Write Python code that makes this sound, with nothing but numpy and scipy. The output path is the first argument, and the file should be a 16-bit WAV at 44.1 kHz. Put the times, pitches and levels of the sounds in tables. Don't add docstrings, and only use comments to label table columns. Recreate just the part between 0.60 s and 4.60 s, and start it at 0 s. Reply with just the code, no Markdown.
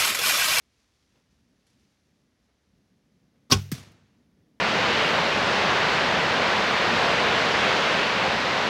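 import sys
import numpy as np
from scipy import signal
from scipy.fft import rfft, irfft
from scipy.io import wavfile
from scipy.ndimage import uniform_filter1d

SR = 44100
rng = np.random.default_rng(int(sys.argv[2]) if len(sys.argv) > 2 else 0)


def pcm_store(signal):
    levels = np.round(np.clip(np.atleast_2d(signal), -1, 1) * 32767)
    wavfile.write(sys.argv[1], SR, levels.astype(np.int16).T)


N = 176400
AGE = np.arange(SR) / SR

SLIP_S, SCRAPE_S, SNAP_S, SLAP_S, HIT_S, TICK_S = 2.8985, 2.912, 2.9195, 2.9245, 3.1175, 3.317


def undb(db):
    return 10 ** (np.asarray(db) / 20)


def read(table, hz):
    table_hz, values = np.array(table).T
    return np.interp(np.log(np.maximum(hz, 1)), np.log(table_hz), values)


def noise(spectrum, size=N):
    hz = np.fft.rfftfreq(size, 1 / SR)
    white = rfft(rng.standard_normal(size))
    coloured = irfft(white * undb(read(spectrum, hz)), size)
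    return coloured / np.std(coloured)


def walk(rate):
    step = max(int(SR / rate), 1)
    stairs = np.repeat(rng.standard_normal(N // step + 1), step)
    smooth = uniform_filter1d(stairs, step)[:N]
    return smooth / np.std(smooth)


def envelope(attack, t60, hold=0):
    rise = np.minimum(AGE / attack, 1)
    fall_time = np.maximum(AGE - attack - hold, 0)
    return rise * np.exp(-np.log(1000) * fall_time / t60)


def at(start, x):
    return np.pad(x, (int(start * SR), N))[:N]


def ring(modes, start, attack):
    tones = sum(undb(db) * envelope(attack, t60) * np.sin(2 * np.pi * hz * AGE) for hz, db, t60 in modes)
    return at(start, tones)


def burst(spectrum, start, db, attack, t60, hold=0):
    return at(start, undb(db) * noise(spectrum, size=len(AGE)) * envelope(attack, t60, hold))


AIR_DB = -71.3
# (frequency [Hz], relative level [dB])
AIR_COLOUR = [(25, -20), (45, -2), (65, 3), (110, -3), (170, -9), (240, -7), (400, -12), (800, -18.5),
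              (1300, -21), (1900, -19), (2600, -23.5), (6000, -25.5), (8000, -36.5), (11000, -34),
              (13000, -43), (15500, -45.5)]
RUMBLE_COLOUR = [(60, -15.5), (120, -2), (190, 3), (270, -1.5), (340, -9.5), (500, -13), (800, -24.5),
                 (2000, -44.5)]
LEAF_COLOUR = [(300, -17.5), (1000, -3.5), (2500, -0.5), (6000, -1), (8000, -10.5), (10000, -12),
               (15000, -25)]
# (time [s], level [dB])
RUMBLE_LEVEL = [(0, -85), (.25, -82), (.55, -73.5), (.95, -70), (1.07, -77), (1.16, -65.5), (1.35, -75),
                (1.65, -68.5), (1.8, -74.5), (2.0, -79), (2.2, -66.5), (2.5, -69.5), (2.8, -67.5),
                (3.6, -64.5), (4, -66)]
LEAF_LEVEL = [(0, -76), (.33, -73), (.7, -79.5), (1.2, -74.5), (1.6, -82), (2.4, -83.5), (4, -96.5)]


def forest():
    time = np.arange(N) / SR
    rumble_db = np.interp(time, *np.array(RUMBLE_LEVEL).T) + 1.5 * walk(24)
    leaf_db = np.interp(time, *np.array(LEAF_LEVEL).T) + 1.2 * walk(16) + 1.2 * walk(300)
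    air = undb(AIR_DB) * noise(AIR_COLOUR)
    return air + undb(rumble_db) * noise(RUMBLE_COLOUR) + undb(leaf_db) * noise(LEAF_COLOUR)


# (time [s], level [dB])
CRACKLES = [(.335, -77.5), (1.066, -66.5), (1.097, -71), (1.13, -74), (1.194, -75)]
SCUFFS = [(.54, -67.5), (1.87, -73), (2.73, -71.5)]
# (frequency [Hz], relative level [dB])
CRACKLE_COLOUR = [(1000, -5), (4500, 5), (8000, -2), (11000, -4), (15000, -30)]
SCUFF_COLOUR = [(150, -8), (400, 0), (800, -5), (1500, -10), (4000, -18.5), (9000, -35)]
TICK_COLOUR = [(2000, -12), (6000, -5), (11000, 0.5), (15500, -9)]


def small_sounds():
    crackles = sum(burst(CRACKLE_COLOUR, s, db=db, attack=.0019, t60=.12) for s, db in CRACKLES)
    scuffs = sum(burst(SCUFF_COLOUR, s, db=db, attack=.025, t60=.29) for s, db in SCUFFS)
    tick = burst(TICK_COLOUR, TICK_S, db=-67, attack=.001, t60=.05)
    return crackles + scuffs + tick


# (frequency [Hz], fade time [s])
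WOOD_T60 = [(150, 0.76), (530, .6), (1400, .56), (3700, .47), (9700, .38), (15000, .3)]
# (frequency [Hz], relative level [dB])
LATE_COLOUR = [(100, -5.5), (500, 3.5), (1500, 1), (4000, -4.5), (7000, -13), (12000, -35)]


def trees(spectrum, start, db, rise_s, hold_s):
    hz = np.fft.rfftfreq(len(AGE), 1 / SR)
    flicker = undb(1.3 * walk(250)[:len(AGE)])
    scatter = rfft(noise(spectrum, size=len(AGE)) * flicker)
    centres = np.geomspace(100, 16000, 8)
    wash = 0
    for centre, share in zip(centres, np.eye(len(centres))):
        band = irfft(scatter * read(np.c_[centres, share], hz))
        wash = wash + band * envelope(rise_s, read(WOOD_T60, centre), hold_s)
    late = burst(LATE_COLOUR, start, db=-21, attack=.12, t60=1.34)
    return undb(db) * (at(start, wash) + late)


# (frequency [Hz], relative level [dB])
BOW_ECHO_COLOUR = [(60, -11), (200, 6), (450, 2), (900, -5), (2000, 0), (2700, 3.5), (4000, 0), (6000, 1.5),
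                   (8000, -8.5), (15000, -6.5)]


def bow_echo():
    return trees(BOW_ECHO_COLOUR, SLAP_S, db=-51, rise_s=.02, hold_s=.08)


# (frequency [Hz], relative level [dB])
HIT_ECHO_COLOUR = [(60, 10), (150, 15), (400, 4), (800, -1), (1700, 0), (3000, 0.5), (6000, 0),
                   (8000, -6.5), (11000, -8), (15000, -16.5)]


def hit_echo():
    return trees(HIT_ECHO_COLOUR, HIT_S, db=-41, rise_s=.015, hold_s=.008)


# (time [s], level [dB])
CRACKS = [(3.116, -30.5), (3.1219, -33)]
# (frequency [Hz], relative level [dB])
CRACK_COLOUR = [(350, -25), (600, -17), (870, -17.5), (1650, -0.5), (2500, -8), (3800, -7.5), (5400, -4),
                (7100, -12.5), (8300, -7.5), (11000, -16.5), (12700, -9.5), (15500, -11.5)]
THUD_START_HZ, THUD_END_HZ = 470, 124
THUD_SAG_S = .005


def arrow_hit():
    cracks = sum(burst(CRACK_COLOUR, s, db=db, attack=.001, t60=.037, hold=.002) for s, db in CRACKS)
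    hz = THUD_END_HZ + (THUD_START_HZ - THUD_END_HZ) * np.exp(-AGE / THUD_SAG_S)
    tone = np.sin(2 * np.pi * np.cumsum(hz) / SR)
    thud = undb(-22.5) * tone * envelope(attack=.004, t60=.055, hold=.013)
    return cracks + at(HIT_S, thud)


# (frequency [Hz], relative level [dB])
SLIP_COLOUR = [(90, -14), (170, -4.5), (260, 9.5), (380, -4.5), (550, -6), (1200, -2.5), (1900, -14),
               (3500, -10.5), (5400, -11), (8000, -18.5), (15000, -26.5)]
SCRAPE_COLOUR = [(250, -1.5), (500, -10), (1000, -11.5), (2000, -15), (2700, -14.5), (3500, -5.5),
                 (4400, -1), (5500, -3.5), (7500, -21), (15000, -25)]
SLAP_COLOUR = [(100, -5.5), (450, -1.5), (700, -21.5), (1300, -7), (1900, -10), (2400, 1), (3300, 1),
               (4500, -5), (6500, -3), (7600, -15), (9500, -13), (12000, -21), (15000, -21)]
RATTLE_COLOUR = [(180, -39), (300, 0), (541, -11), (1490, -8), (1650, -16), (2870, -9.5), (4620, -13),
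                 (5180, -9.5), (15000, -37.5)]
# (frequency [Hz], peak level [dB], fade time to -60 dB [s])
NOCK_MODES = [(5195, -12, .038), (5262, -14, .05), (5760, -12, .042)]
# (frequency [Hz], peak level [dB], fade time to -60 dB [s])
BOW_MODES = [(152, -11.5, 0.041), (238, -13.5, .06), (400, -19.5, .11), (482.6, -30, 0.11),
             (772, -26, 0.11), (1090, -15.5, .08), (1534, -25, .09), (2378, -22, .055), (2810, -18.5, .06),
             (3110, -20, 0.05), (3308, -28, .08), (3540, -22, .06), (3806, -25.5, .06), (4340, -28, 0.095),
             (4648, -24, .06)]
# (frequency [Hz], peak level [dB], fade time to -60 dB [s])
HUM_MODES = [(66, -30.5, .15), (97.5, -21.5, .17), (97.4, -33, .8), (139.7, -31.5, .55), (193, -29, .21)]


def bow():
    slip = burst(SLIP_COLOUR, SLIP_S, db=-29.5, attack=.009, t60=.05, hold=.007)
    scrape = burst(SCRAPE_COLOUR, SCRAPE_S, db=-17.5, attack=.0039, t60=.036, hold=.007)
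    nock_click = ring(NOCK_MODES, SNAP_S, attack=.0036)
    bow_ring = ring(BOW_MODES, SNAP_S, attack=.004)
    slap = burst(SLAP_COLOUR, SLAP_S, db=-15, attack=.0014, t60=.053, hold=.0017)
    steady_rattle = burst(RATTLE_COLOUR, SLAP_S, db=-26.5, attack=.012, t60=.17)
    rattle = steady_rattle * undb(2 * walk(400))
    hum = ring(HUM_MODES, SLAP_S, attack=.036)
    return slip + scrape + nock_click + bow_ring + slap + rattle + hum


def scene():
    echo = bow_echo() + hit_echo()
    return (forest() + small_sounds() + echo + arrow_hit() + bow())[None]


PEAK_LIMIT = .86
BASS_CUT_HZ, TOP_HZ = 48, 15900


def record(dry):
    bass_cut = signal.butter(4, BASS_CUT_HZ, "high", fs=SR, output="sos")
    top_cut = signal.ellip(10, .2, 80, TOP_HZ, fs=SR, output="sos")
    flattened = np.clip(signal.sosfilt(bass_cut, dry), -PEAK_LIMIT, PEAK_LIMIT)
    return signal.sosfilt(top_cut, flattened)


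dry = scene()
out = record(dry)
pcm_store(out)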